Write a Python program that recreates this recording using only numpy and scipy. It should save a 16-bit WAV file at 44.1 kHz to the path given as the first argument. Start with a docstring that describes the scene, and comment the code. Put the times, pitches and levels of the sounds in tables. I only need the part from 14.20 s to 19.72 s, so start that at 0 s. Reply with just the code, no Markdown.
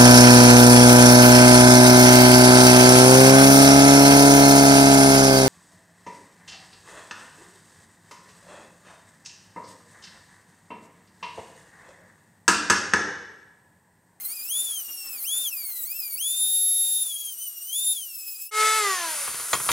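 """Close up at a workshop bench, on a stereo microphone. First, eight times too fast, a rotary tool's cutoff
disc slots a steel part in a vise: five bites drag the motor down, the whine sags and recovers, and the
grinding comes in spurts. After a short fade the scene runs at natural speed: the tool idles with buzzing
brushes and rushing fan, swings past the microphone, is switched off and coasts down, hissing.
Last it is laid on the bench, where its plastic housing clacks and the bench top thumps."""
import sys
import numpy as np
from scipy import signal
from scipy.fft import rfft, irfft, next_fast_len
from scipy.io import wavfile
from scipy.ndimage import uniform_filter1d, map_coordinates

SR = 44100
rng = np.random.default_rng(int(sys.argv[2]) if len(sys.argv) > 2 else 0)


def inscribe(sig):
    """Save sig as 16-bit PCM at rate SR to the path in sys.argv[1].

    A 1-D sig is mono; a 2-D sig holds one channel per row.
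    Samples are clipped to [-1, 1] before scaling.
    """
    pcm = np.round(np.clip(np.atleast_2d(sig).T, -1, 1) * 32767)
    wavfile.write(sys.argv[1], SR, pcm.astype(np.int16))


N = 243415

LAPSE, FAST_END_S = 8, 4.309  # speed-up of the first part, and where it ends
FREE_HZ, IDLE_HZ = 464.7, 437  # natural turns per second: between cuts, and at switch-off
TOP_HZ = 15800
# stereo width of noise close to the microphone: frequency_hz, side_to_middle_db
NEAR_WIDTH = [(60, -3), (1200, -44)]


def amp(db):
    return 10 ** (np.asarray(db) / 20)


def unit(x):
    return x / np.sqrt(np.mean(x ** 2) + 1e-20)


def along(points, hz):
    """Interpolate (frequency_hz, value) points on a log axis."""
    f, values = np.transpose(points)
    return np.interp(np.log(hz + 1), np.log(f + 1), values)


def curve(points):
    """Interpolate (time_s, value) points at every sample."""
    return np.interp(np.arange(N) / SR, *np.transpose(points))


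def wobble(rate):
    """A smooth random curve, rate knots a second."""
    return map_coordinates(rng.standard_normal(int(N * rate / SR) + 4), [np.arange(N) * rate / SR])


def lagged(x, seconds):
    """x followed with inertia."""
    keep = np.exp(-1 / (seconds * SR))
    return x[0] + signal.lfilter([1 - keep], [1, -keep], x - x[0])


def filtered(x, response):
    """x through a complex frequency response."""
    size = next_fast_len(N + SR // 2)
    return irfft(rfft(x, size) * response(np.fft.rfftfreq(size, 1 / SR)), size)[..., :N]


def rush(spectrum, width):
    """Steady coloured stereo noise whose middle has rms 1."""
    mid, side = filtered(rng.standard_normal((2, N)), lambda hz: amp(along(spectrum, hz)))
    side = filtered(unit(side), lambda hz: amp(along(width, hz)))
    return np.array([unit(mid) + side, unit(mid) - side])


def at_microphone(x, lapse, t60, wet_db):
    """Direct sound and workshop echo at two ports; lapse shortens the echo and raises the ports' bands."""
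    # level difference between the ports: frequency_hz, left_minus_right_db
    port_pan = [(30, 0.5), (200, 4.9), (430, 6.6), (580, 4.1), (800, 1.23), (12000, 0.37)]
    # phase difference between them: frequency_hz, left_lead_rad
    port_lead = [(5200, 0.15), (8200, 1.73), (10000, 0.051)]
    t = np.arange(SR // 3) / SR
    tail = rng.standard_normal(len(t)) * amp(-60 * t * lapse / t60)
    echo = signal.fftconvolve(x, tail[None] / np.linalg.norm(tail), axes=1)[:, :N]
    left = lambda hz: amp(along(port_pan, hz / lapse) / 2) * np.exp(.5j * along(port_lead, hz / lapse))
    return filtered(x + amp(wet_db) * echo, lambda hz: np.array([left(hz), 1 / left(hz)]))


def hollows_db(hz):
    """How much weaker a tone of this natural pitch reaches the microphone."""
    # narrow weak bands: centre_hz, half_width_hz, gain_db
    hollows = [(360, 16, -7), (711, 24, -5), (892, 8, -10), (928, 3, -8), (1058, 16, -8), (1250, 22, -5),
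               (1335, 14, -4), (1421, 17, -7)]
    return sum(db * np.exp(-((hz - centre) / width) ** 2) for centre, width, db in hollows)


def bites():
    """Each cut drags the motor down until the disc lifts: gives speed, whine offset and grinding gain."""
    # the disc's drag, one list per cut from touch to lift-off: time_s, speed_lost_hz
    cuts = [
        [(0.0, 199), (0.056, 219), (0.078, 149), (0.096, 184), (0.143, 96), (0.166, 182), (0.21, 148),
         (0.285, 104)],
        [(0.419, 6), (0.562, 89), (0.623, 132), (0.687, 114), (0.918, 146), (1.009, 250), (1.036, 211)],
        [(1.221, 1), (1.295, 175), (1.428, 204), (1.619, 236), (1.672, 150), (1.755, 100), (1.805, 163),
         (1.921, 196), (1.973, 183)],
        [(2.501, 0), (2.804, 7), (2.939, 81), (2.972, 43), (3.108, 87), (3.142, 144), (3.194, 68), (3.274, 115),
         (3.41, 109), (3.526, 43)],
        [(3.716, 1), (3.771, 85), (3.914, 155), (4.113, 143), (4.148, 176), (4.163, 141), (4.288, 137)],
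    ]
    # how each cut sounds: whine_offset_db, grinding_db
    cut_levels = [(-5, -41.5), (-5, -42), (-3, -42), (-7.5, -48), (-7, -43)]
    t = np.arange(N) / SR
    drag, whine_db, grind = np.zeros((3, N))
    for cut, (offset_db, grind_db) in zip(cuts, cut_levels):
        touching = (t >= cut[0][0]) & (t < cut[-1][0])
        drag += touching * curve(cut)
        whine_db += touching * offset_db
        grind += touching * amp(grind_db)
    speed = FREE_HZ - .625 * lagged(drag, seconds=.0285) - .375 * lagged(drag, seconds=.123)
    return speed, lagged(whine_db, seconds=.0059), lagged(grind, seconds=.0025)


def whine(angle, speed, load, catching, cut_db):
    """Orders of the shaft's rotation, fluttering more while the disc catches on the steel."""
    # the motor's low orders: multiple, free_level_db, loss_per_speed_halving_db
    whine_orders = [(1, -29.8, 31), (2, -36, 13), (3, -23.5, 37)]
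    levels = {round(k): db - loss_db * np.log2(FREE_HZ / speed) for k, db, loss_db in whine_orders}
    # the disc's rim scrapes once a turn, which feeds the high orders
    rim_db, rise_db_per_octave = -37.5 + 2.4 * load, 7.5
    levels |= {k: rim_db + rise_db_per_octave * np.log2(k * LAPSE * speed / 13000) for k in range(4, 9)}
    flutter_db = .8 + 2.8 * catching
    tones = np.zeros(N)
    for k, db in levels.items():
        flicker_db = flutter_db * wobble(55) + 1.8 * load * wobble(280)
        tone_db = db + catching * cut_db + hollows_db(k * speed) + flicker_db
        in_band = k * LAPSE * speed < SR / 2
        tones += np.sqrt(2) * amp(tone_db) * in_band * np.sin(k * angle)
    return tones


def air_and_grinding(angle, speed, load, grind):
    """Fan air fades as the motor slows; grinding pulses with each turn and comes in spurts."""
    # colour of both, as heard sped up: frequency_hz, level_db
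    air_spectrum = [(300, -35), (1500, -45.5), (2400, -22.5), (3600, -13.5), (7500, -4.5), (9500, -3),
                    (13000, -0.5), (15500, -1)]
    spurts_db = load * (2 * wobble(200) + 1.8 * wobble(35))
    grit = unit(1 + .33 * load * np.cos(angle)) * amp(spurts_db)
    air_db = -32 - 31.5 * np.log2(FREE_HZ / speed)
    return np.hypot(amp(air_db), grind * grit) * rush(air_spectrum, NEAR_WIDTH)


def rasp(load, bitten):
    """A faint, low, diffuse rasp that dips and wavers during the cuts."""
    # its colour, as heard sped up: frequency_hz, level_db
    rasp_spectrum = [(25, -15), (200, -9.5), (330, -2.5), (1500, -1), (3500, -3), (8000, -48)]
    # its stereo width: frequency_hz, side_to_middle_db
    rasp_width = [(200, 16), (900, 4), (2500, -4)]
    # its level without load: time_s, level_db
    rasp_level = [(0, -56.5), (.8, -56), (.9, -52), (1.02, -56.5), (2.2, -61.5), (4.2, -67)]
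    dip_db = 4.7 * np.minimum(load / .26, 1)
    return amp(curve(rasp_level) - dip_db + 1.8 * bitten * wobble(40)) * rush(rasp_spectrum, rasp_width)


def cutting():
    """The disc bites into the steel and lifts, with pitches LAPSE times their natural value."""
    speed, cut_db, grind = bites()
    load = np.clip(2 * (1 - speed / FREE_HZ), 0, 1)
    bitten = np.minimum(load / .09, 1)  # 0 running free, 1 once the disc has bitten
    catching = bitten * np.minimum(2 * grind / grind.max(), 1)  # gone as soon as the disc lifts
    # uneven hand pressure and catching grit make the loaded motor waver
    waver = .0003 * wobble(120) + load * (.007 * wobble(70) + .004 * wobble(300))
    # mains ripple shakes the motor's torque and puts side tones around each order
    ripple_hz, ripple_rad = 120 * LAPSE, .018 + .04 * bitten
    mains = 2 * np.pi * ripple_hz * np.arange(N) / SR
    angle = 2 * np.pi * np.cumsum(LAPSE * speed * (1 + waver)) / SR + ripple_rad * np.sin(mains)
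    tones = whine(angle, speed, load, catching, cut_db)
    noise = air_and_grinding(angle, speed, load, grind) + rasp(load, bitten)
    winding_buzz = amp(-70) * np.sin(3 * mains)
    return at_microphone(tones + noise + winding_buzz, LAPSE, t60=.42, wet_db=-8)


def motor_hum(angle, speed, swing_db):
    """Strong shaft orders hold, then drop away as the motor slows; the brushes add an even buzz."""
    # strong orders: multiple, level_db, loss_per_squared_speed_halving_db
    idle_orders = [(1, -32.5, 115), (3, -23.5, 75), (5, -30.5, 55)]
    # weak orders that stand above the buzz: multiple, level_db
    overtones = [(2, -35), (4, -37), (8, -39), (9, -40), (18, -33)]
    buzz_db, loss_db_per_halving = -42.5, 28
    halvings = np.log2(IDLE_HZ / speed)
    weak = {k: buzz_db for k in range(2, 21)} | {round(k): db for k, db in overtones}
    # weak orders flicker as the hand turns the tool
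    levels = {k: db - loss_db_per_halving * halvings + 1.5 * wobble(20) for k, db in weak.items()}
    levels |= {round(k): db + swing_db - drop_db * halvings ** 2 for k, db, drop_db in idle_orders}
    return np.sqrt(2) * sum(amp(db + hollows_db(k * speed)) * np.sin(k * angle + rng.uniform(0, 2 * np.pi))
                            for k, db in levels.items())


def fan_and_hiss(angle, speed, swing_db):
    """The fan's rush sinks with the motor's speed while a hiss comes forward."""
    # colour of the fan: frequency_hz, level_db
    fan_spectrum = [(150, -48), (450, -10.5), (1000, -3), (2000, 1), (2800, -2), (5500, -2), (11000, -2.5),
                    (15500, -26)]
    # colour of the hiss: frequency_hz, level_db
    hiss_spectrum = [(30, -26), (650, -20.5), (1300, -6), (2600, -23.5), (5000, -13.5), (8500, -4.5),
                     (10400, 0), (11300, -8), (15500, -20.5)]
    # course of the hiss: time_s, level_db
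    hiss_level = [(4.31, -36), (4.75, -35.5), (4.95, -31), (5.25, -33.5), (5.52, -29)]
    hiss = amp(curve(hiss_level) + 1.8 * wobble(23)) * rush(hiss_spectrum, NEAR_WIDTH)
    fan = amp(-27.5 + swing_db - 13.5 * np.log2(IDLE_HZ / speed)) * rush(fan_spectrum, NEAR_WIDTH)
    chop = unit(1 + .22 * np.cos(angle))  # brushes and fan pulse once a turn
    return chop * (hiss + fan)


def coasting():
    """The unloaded motor creeps up in speed, loses power and spins down."""
    # the tool swings past the microphone: time_s, gain_db
    swing = [(4.31, -1), (4.43, 2), (4.55, -2), (4.7, -1)]
    off_s, creep_hz_per_s, spin_down_s = 4.578, 28, 1
    since_off = np.arange(N) / SR - off_s
    powered_hz = IDLE_HZ + creep_hz_per_s * np.minimum(since_off, 0)
    speed = powered_hz * np.exp(-np.maximum(since_off, 0) / spin_down_s)
    wavering_hz = uniform_filter1d(speed, size=1000) * (1 + .001 * wobble(90))
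    angle = 2 * np.pi * np.cumsum(wavering_hz) / SR
    tool = motor_hum(angle, speed, curve(swing)) + fan_and_hiss(angle, speed, curve(swing))
    return at_microphone(tool, lapse=1, t60=.19, wet_db=-9.5)


def set_down():
    """Each touch cracks against the plastic housing, rattles it and thumps the bench."""
    # the tool meets the bench: start_s, rattle_drive_db, thud_db, rattle_t60_s, brightness_hz
    knocks = [(5.076, -23.5, -43, 0.087, 2480), (5.142, -28.5, -44.5, 0.043, 8900),
              (5.195, -28, -55, 0.04, 6000), (5.331, -11, -30, 0.1, 11000), (5.4, -25.5, -43, 0.08, 4000),
              (5.462, -25.5, -47, 0.027, 2000), (5.488, -12, -35, 0.12, 3850),
              (5.504, -29, -26.5, 0.049, 6000), (5.515, -14.5, -35, 0.031, 12000)]
    # resonances of housing and bench top: centre_hz, width_hz, relative_db
    housing = [(440, 160, -10.5), (1097, 166, 3), (1405, 550, -5), (2450, 280, -4.5), (3180, 82, -2),
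               (3680, 910, -10.5), (4960, 210, -6), (6780, 410, -6.5)]
    # colour of the bench's thud: frequency_hz, level_db
    thud_spectrum = [(30, -57), (90, -2), (190, -10), (900, -20.5)]
    rattle, thud_envelope = np.zeros((2, N))
    for start_s, drive_db, thud_db, t60, brightness_hz in knocks:
        t = np.maximum(np.arange(N) / SR - start_s, 0)
        burst = (t > 0) * (amp(-60 * t / t60) + .5 * amp(-60 * t / .037)) * rng.standard_normal(N)
        soften = signal.butter(2, min(brightness_hz, TOP_HZ), fs=SR, output="sos")  # soft touches are dull
        rattle += amp(drive_db) * signal.sosfilt(soften, burst)
        thud_envelope += amp(thud_db - 60 * t / .27) * (1 - np.exp(-t / .0031))
    body = lambda hz: sum((-1) ** k * amp(db) * 1j * hz * width / (centre ** 2 - hz ** 2 + 1j * hz * width)
                          for k, (centre, width, db) in enumerate(housing))
    clack = amp(8.5) * filtered(rattle, body)
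    thud = thud_envelope * rush(thud_spectrum, NEAR_WIDTH)
    return at_microphone(clack + thud, lapse=.96, t60=.18, wet_db=-11)


def scene():
    """The fast cutting fades out, the idling tool fades in at natural speed and is laid down."""
    t = np.arange(N) / SR
    fade_out = np.clip((FAST_END_S - t) / .071, 0, 1)
    fade_in = np.clip((t - FAST_END_S) / .098, 0, 1)
    return fade_out * cutting() + fade_in * coasting() + set_down()


def record(dry):
    """The camera's microphone keeps nothing above its band limit."""
    return filtered(dry, lambda hz: hz < TOP_HZ)


dry = scene()
out = record(dry)
inscribe(out)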